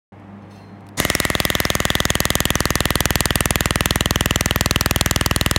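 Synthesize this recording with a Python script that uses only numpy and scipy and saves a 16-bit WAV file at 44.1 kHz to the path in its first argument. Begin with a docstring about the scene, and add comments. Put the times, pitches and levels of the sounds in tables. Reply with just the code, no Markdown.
"""Handheld laser welding on thin steel

Close to the torch, in a workshop with a low mains hum. The nozzle grazes the sheet, the trigger clicks
and shielding gas rushes out; then the laser runs along the seam, firing twenty times a second.
Each shot boils metal for about a millisecond and ends in a pressure kick that overloads the microphone."""
import sys
import numpy as np
from scipy import signal
from scipy.fft import rfft, irfft
from scipy.io import wavfile
from scipy.ndimage import map_coordinates

SR = 44100
rng = np.random.default_rng(int(sys.argv[2]) if len(sys.argv) > 2 else 0)


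def wav_out(sig):
    """Save sig, one row per channel (or a flat mono array), as 16-bit PCM at SR to the path in sys.argv[1]."""
    wavfile.write(sys.argv[1], SR, np.round(np.clip(np.atleast_2d(sig).T, -1, 1) * 32767).astype(np.int16))


N = 246078
TIME = np.arange(N) / SR
FIRST_SHOT_S, SHOT_PERIOD_S, SHOT_LENGTH_S = 1.00051, .0501212, .0011

# The colour of boiling metal. Each row: frequency in Hz, relative level in dB.
BOILING_SPECTRUM = [(200, -22), (900, -3.5), (1500, -12.5), (2500, -2), (3500, 1.5), (5000, -4),
                    (6000, -2.5), (9200, -4), (10400, -13), (12500, -2), (16000, -16)]


def from_db(db):
    """Decibels to gain."""
    return 10 ** (np.asarray(db) / 20)


def rms_one(x):
    """Scale to rms 1."""
    return x / np.sqrt(np.mean(x ** 2) + 1e-20)


def noise(spectrum, resonances=()):
    """Noise of rms 1 with a broad colour, lifted at each resonance."""
    hz = np.maximum(np.arange(N // 2 + 1) * SR / N, 1)
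    points, levels = np.transpose(spectrum)
    db = np.interp(np.log(hz), np.log(points), levels)
    for centre, width, lift in resonances:
        db = db + lift / (1 + (2 * (hz - centre) / width) ** 2)
    return rms_one(irfft(rfft(rng.standard_normal(N)) * from_db(db), N))


def drift(rate):
    """A random wander through `rate` points a second, each of spread 1."""
    knots = rng.standard_normal(1000)
    return np.interp(TIME * rate, np.arange(len(knots)), knots)


def ring(drive, hz, t60):
    """A damped mode: a unit click sets a sine of height 1 ringing."""
    r, w = from_db(-60 / (t60 * SR)), 2 * np.pi * hz / SR
    return signal.lfilter([0, r * np.sin(w)], [1, -2 * r * np.cos(w), r * r], drive + 1e-18)


def click_at(s):
    """One unit click."""
    return (np.arange(N) == round(s * SR)).astype(float)


def impulses(times, spread_db):
    """One click at each time, of uneven strength."""
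    out, at = np.zeros(N), np.round(times * SR).astype(int)
    at = at[(at >= 0) & (at < N)]
    out[at] = from_db(spread_db * rng.standard_normal(len(at)))
    return out


def ramp(start, length):
    """Rises from 0 to 1 over `length` seconds and stays there."""
    return np.clip((TIME - start) / length, 0, 1)


def dying(start, t60):
    """Holds at 1 until `start`, then dies away."""
    return from_db(-60 * np.maximum(TIME - start, 0) / t60)


def edge_nearness(fade_s=1.3):
    """1 while the torch is at the sheet's free edge, sinking towards 0 as it welds inward."""
    return np.exp(-np.maximum(TIME - FIRST_SHOT_S, 0) / fade_s)


def workshop(rush_db=-43, swell_s=.353, swell_width_s=.055):
    """Fans and transformers: a dull rush with wavering hum lines; the second line swells once."""
    # The rush of the fans. Each row: frequency in Hz, relative level in dB.
    rush_spectrum = [(35, -26), (50, -4), (75, -16), (160, -2), (380, -6.5), (500, -8), (1000, -11),
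                     (1400, -19), (3000, -29), (4500, -40), (9000, -48.5), (11500, -54), (16000, -57)]
    # The room's resonances. Each row: centre in Hz, width in Hz, lift in dB.
    room_resonances = [(186, 52, 4.5), (780, 650, -0.5), (1960, 820, 4.9)]
    # Mains hum. Each row: frequency in Hz, rms level in dB before waver and drone are added.
    hum_lines = [(100, -44.5), (200, -44), (300, -52), (700, -60), (800, -59)]
    drone_db = -3.5 + 9.5 * np.exp(-((TIME - swell_s) / swell_width_s) ** 2)
    out = from_db(rush_db + .054 * drone_db) * noise(rush_spectrum, room_resonances)
    for k, (hz, db) in enumerate(hum_lines):
        level = from_db(db + .7 * drift(7) + (k == 1) * drone_db)
        out += np.sqrt(2) * level * np.sin(2 * np.pi * hz * TIME + .12 * drift(9))
    return out


def handling(rub_rise_s=.012, rub_t60=.62):
    """Dry clicks of grip and trigger; the nozzle taps and rubs the steel, which rings."""
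    # Grip and trigger. Each row: start in seconds, relative level in dB, t60 in seconds.
    grip_clicks = [(.1973, -53, .03), (.8069, -48, .02), (.8673, -40, 0.018), (0.889, -30, 0.0098)]
    # The colour of clicks and rubs. Each row: frequency in Hz, relative level in dB.
    contact_spectrum = [(500, -11), (2000, 2), (5000, -3), (9000, -5), (16000, -13)]
    # The nozzle slides. Each row: start in seconds, length in seconds, relative level in dB.
    nozzle_rubs = [(.412, .08, -76), (.497, .075, -59.5)]
    # The nozzle knocks. Each row: time in seconds, relative level in dB.
    nozzle_taps = [(.4228, -64), (0.5102, -55), (0.561, -54)]
    # What rings as nozzle meets steel. Each row: frequency in Hz, gain in dB, t60 in seconds.
    graze_modes = [(2710, -5, 0.11), (3260, -10, .15), (3700, -10, .1), (4150, -10, .7), (4260, -10, .25),
                   (4300, -6, .14), (4720, -9, .08), (5340, -3, 0.066), (6100, -6, 0.05), (6280, -2, 0.06),
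                   (9270, -10, .15), (9400, -11, .1)]
    clicks = sum(from_db(db - 6) * dying(s, t60) * (TIME >= s) for s, db, t60 in grip_clicks)
    rub_level = sum(from_db(db) * ramp(s, rub_rise_s) * dying(s + length, rub_t60)
                    for s, length, db in nozzle_rubs)
    rub = rub_level * noise(contact_spectrum)
    taps = sum(from_db(db - .5) * click_at(s) for s, db in nozzle_taps)
    contact = taps + from_db(-28) * rub
    ringing = sum(from_db(db) * ring(contact, hz, t60) for hz, db, t60 in graze_modes)
    return clicks * noise(contact_spectrum) + from_db(-1) * rub + ringing


def shielding_gas(valve_s=.97, jet_db=-36.5, flutter_db=1.62):
    """The valve opens with a surge and one sputter, then settles into a hollow hiss from the nozzle."""
    # The steady jet. Each row: frequency in Hz, relative level in dB.
    jet_spectrum = [(60, -11), (250, -21), (500, -33), (1000, 2.5), (1600, 3.5), (2900, 4), (4400, -7.5),
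                    (5500, -9.5), (7800, -12), (9300, -14.5), (10800, -16), (16000, -20)]
    # The opening surge. Each row: frequency in Hz, relative level in dB.
    surge_spectrum = [(60, 6), (250, 11), (370, -1.5), (800, 4), (1300, -3), (1600, -34), (2100, -5),
                      (2600, -14), (3500, -4), (4500, -2.5), (8000, -5), (16000, -20)]
    # The nozzle's resonances. Each row: centre in Hz, width in Hz, lift in dB.
    nozzle_resonances = [(3450, 400, 2), (6350, 450, 6.5), (6950, 450, 6.5), (9960, 420, 9)]
    flow_db = jet_db + 3 * edge_nearness() + flutter_db * drift(70)  # louder blowing over the edge
    flow = ramp(valve_s, .021) * from_db(flow_db)
    jet = flow * (noise(jet_spectrum, nozzle_resonances) + gap_resonance())
    # Pressure stored in the hose escapes in a quick burst, then bleeds away.
    pressure = from_db(-23) * dying(valve_s, t60=.39) + from_db(-40) * dying(valve_s, t60=7.6)
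    surge = ramp(valve_s, .0096) * pressure * noise(surge_spectrum, nozzle_resonances)
    sputter = from_db(-12) * ring(click_at(.991), hz=1900, t60=.009)
    return jet + surge + sputter


def gap_resonance(half_width_hz=190):
    """Turbulence rings between nozzle and steel: a hollow band that sinks as the torch moves inward."""
    edge = edge_nearness()
    hz, over_jet_db = 1838 + 130 * edge, 2 + 1.5 * edge
    lowpass = signal.butter(2, half_width_hz, fs=SR, output="sos")
    a, b = signal.sosfilt(lowpass, rng.standard_normal((2, N)))
    phase = 2 * np.pi * np.cumsum(hz) / SR
    return from_db(over_jet_db) * rms_one(a * np.cos(phase) + b * np.sin(phase))


def ignition(shots):
    """A small pop with a hard edge as the beam bites at the start of each shot."""
    bites = impulses(shots, spread_db=4)
    crack = from_db(-9) * ring(bites, hz=7000, t60=.00007)
    pop = from_db(-13) * ring(bites, hz=1590, t60=.012)
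    return crack - pop


def vapour_spit(shots, spit_db=-5, jitter_s=.00004):
    """Metal boils while the beam is on, harder as the spot heats up."""
    age = np.arange(int(SHOT_LENGTH_S * SR)) / SR
    heating = from_db(-3 * (1 - age / SHOT_LENGTH_S) ** 2)
    starts = impulses(shots + jitter_s * rng.standard_normal(len(shots)), spread_db=4)
    return from_db(spit_db) * np.convolve(starts, heating)[:N] * noise(BOILING_SPECTRUM)


def keyhole_ring(shots, uneven_db=3.5, squeak_hz=7600, squeak_octaves=.236, squeak_db=-10):
    """The vapour cavity oscillates for a few cycles and its mouth squeaks, at new pitches every shot."""
    out, age = np.zeros(N), np.arange(int(SHOT_LENGTH_S * SR)) / SR
    swell = np.sqrt(np.sin(np.pi * age / SHOT_LENGTH_S))
    # Steady at first, the cavity rings lower and erratically once the torch is under way.
    moving = ramp(2.14, .49)
    hz, scatter_octaves, db = 3580 - 354 * moving, .029 + .171 * moving, -5 - .5 * moving
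    chances = rng.standard_normal((len(shots), 3, 2))
    for at, (detune, strength, phase) in zip((shots * SR).astype(int), chances):
        pitches = np.array([hz[at], squeak_hz]) * 2 ** (detune * [scatter_octaves[at], squeak_octaves])
        gains = from_db(np.array([db[at], squeak_db]) + uneven_db * strength)
        tones = np.sin(2 * np.pi * (np.outer(age, pitches) + phase))
        out[at:at + len(age)] = swell * (tones @ gains)
    return out


def bounce(spit, bounce_db=-10):
    """The torch body throws each spit back; the slowly growing delay gives a shifting metallic colour."""
    delay_s = .000697 - .00019 * edge_nearness()
    return from_db(bounce_db) * map_coordinates(spit, [(TIME - delay_s) * SR], order=3)


def near_echoes(spit, echo_db, t60, dull_hz):
    """Nearby surfaces scatter each spit into a short, duller tail."""
    fade = from_db(-120 / (t60 * SR))  # power falls by the square of the gain
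    power = signal.lfilter([1 - fade], [1, -fade], spit ** 2 + 1e-18)
    dull = signal.sosfilt(signal.butter(1, dull_hz, fs=SR, output="sos"), noise(BOILING_SPECTRUM))
    return from_db(echo_db) * np.sqrt(power) * rms_one(dull)


def plume_kick(shots, cold_db=3.5):
    """The plume collapses as the beam stops: a snap that sinks into a thump, weaker at the edge."""
    # The kick's ringing. Each row: frequency in Hz, gain in dB, t60 in seconds, signed share of thump_db.
    kick_modes = [(59.3, -7.5, 0.068, 1.0), (135, 2, 0.016, 1), (377, -2, 0.0066, -.45),
                  (1020, 11, 0.00093, 0), (2780, 3.5, 0.0022, 0.83)]
    cold_boost = from_db(cold_db * dying(FIRST_SHOT_S, t60=.5))  # cold metal kicks harder
    kicks = impulses(shots + SHOT_LENGTH_S, spread_db=.63) * cold_boost
    thump_db = -1.72 - 8 * edge_nearness()
    out = np.zeros(N)
    for k, (hz, db, t60, share) in enumerate(kick_modes):  # neighbouring modes swing opposite ways
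        out -= (-1) ** k * ring(kicks * from_db(db + share * thump_db), hz, t60)
    return out


def sheet_ring():
    """The steel rings briefly after each kick, louder and a little higher at its free edge."""
    # The sheet's modes. Each row: frequency far from the edge in Hz, relative level in dB, t60 in seconds.
    sheet_modes = [(555, -12, 0.013), (1158, -9.5, 0.0068), (1920, -2, 0.0055)]
    edge = edge_nearness()
    sheet_db, sharpening = -1 + 7 * edge, 1 + .052 * edge
    age = np.maximum(TIME - (FIRST_SHOT_S + SHOT_LENGTH_S), 0) % SHOT_PERIOD_S
    out = np.zeros(N)
    for k, (hz, db, t60) in enumerate(sheet_modes):
        level = from_db(db + sheet_db - 60 * age / t60)
        out -= (-1) ** k * level * np.sin(2 * np.pi * hz * sharpening * age)
    return out


def scene():
    """The laser fires on a steady clock over gas and room."""
    shots = np.arange(FIRST_SHOT_S, N / SR, SHOT_PERIOD_S)
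    spit = vapour_spit(shots) + keyhole_ring(shots)
    off_torch = near_echoes(spit, echo_db=-8, t60=.0081, dull_hz=14300)
    off_bench = near_echoes(spit, echo_db=-13, t60=.013, dull_hz=4900)
    reflections = bounce(spit) + off_torch + off_bench
    weld = ignition(shots) + spit + reflections + plume_kick(shots) + sheet_ring()
    return (weld + shielding_gas() + handling() + workshop())[None]


def record(dry, overload=.61, low_cut_hz=9, high_cut_hz=17200):
    """Sound starts after a moment; peaks are flattened, highest treble and deepest bass filtered away."""
    opening = ramp(.12, .003)
    clipped = overload * np.tanh(dry * opening / overload)
    low_cut = signal.sosfilt(signal.butter(1, low_cut_hz, "high", fs=SR, output="sos"), clipped)
    return signal.sosfiltfilt(signal.cheby2(8, 35, high_cut_hz, fs=SR, output="sos"), low_cut)


dry = scene()
out = record(dry)
wav_out(out)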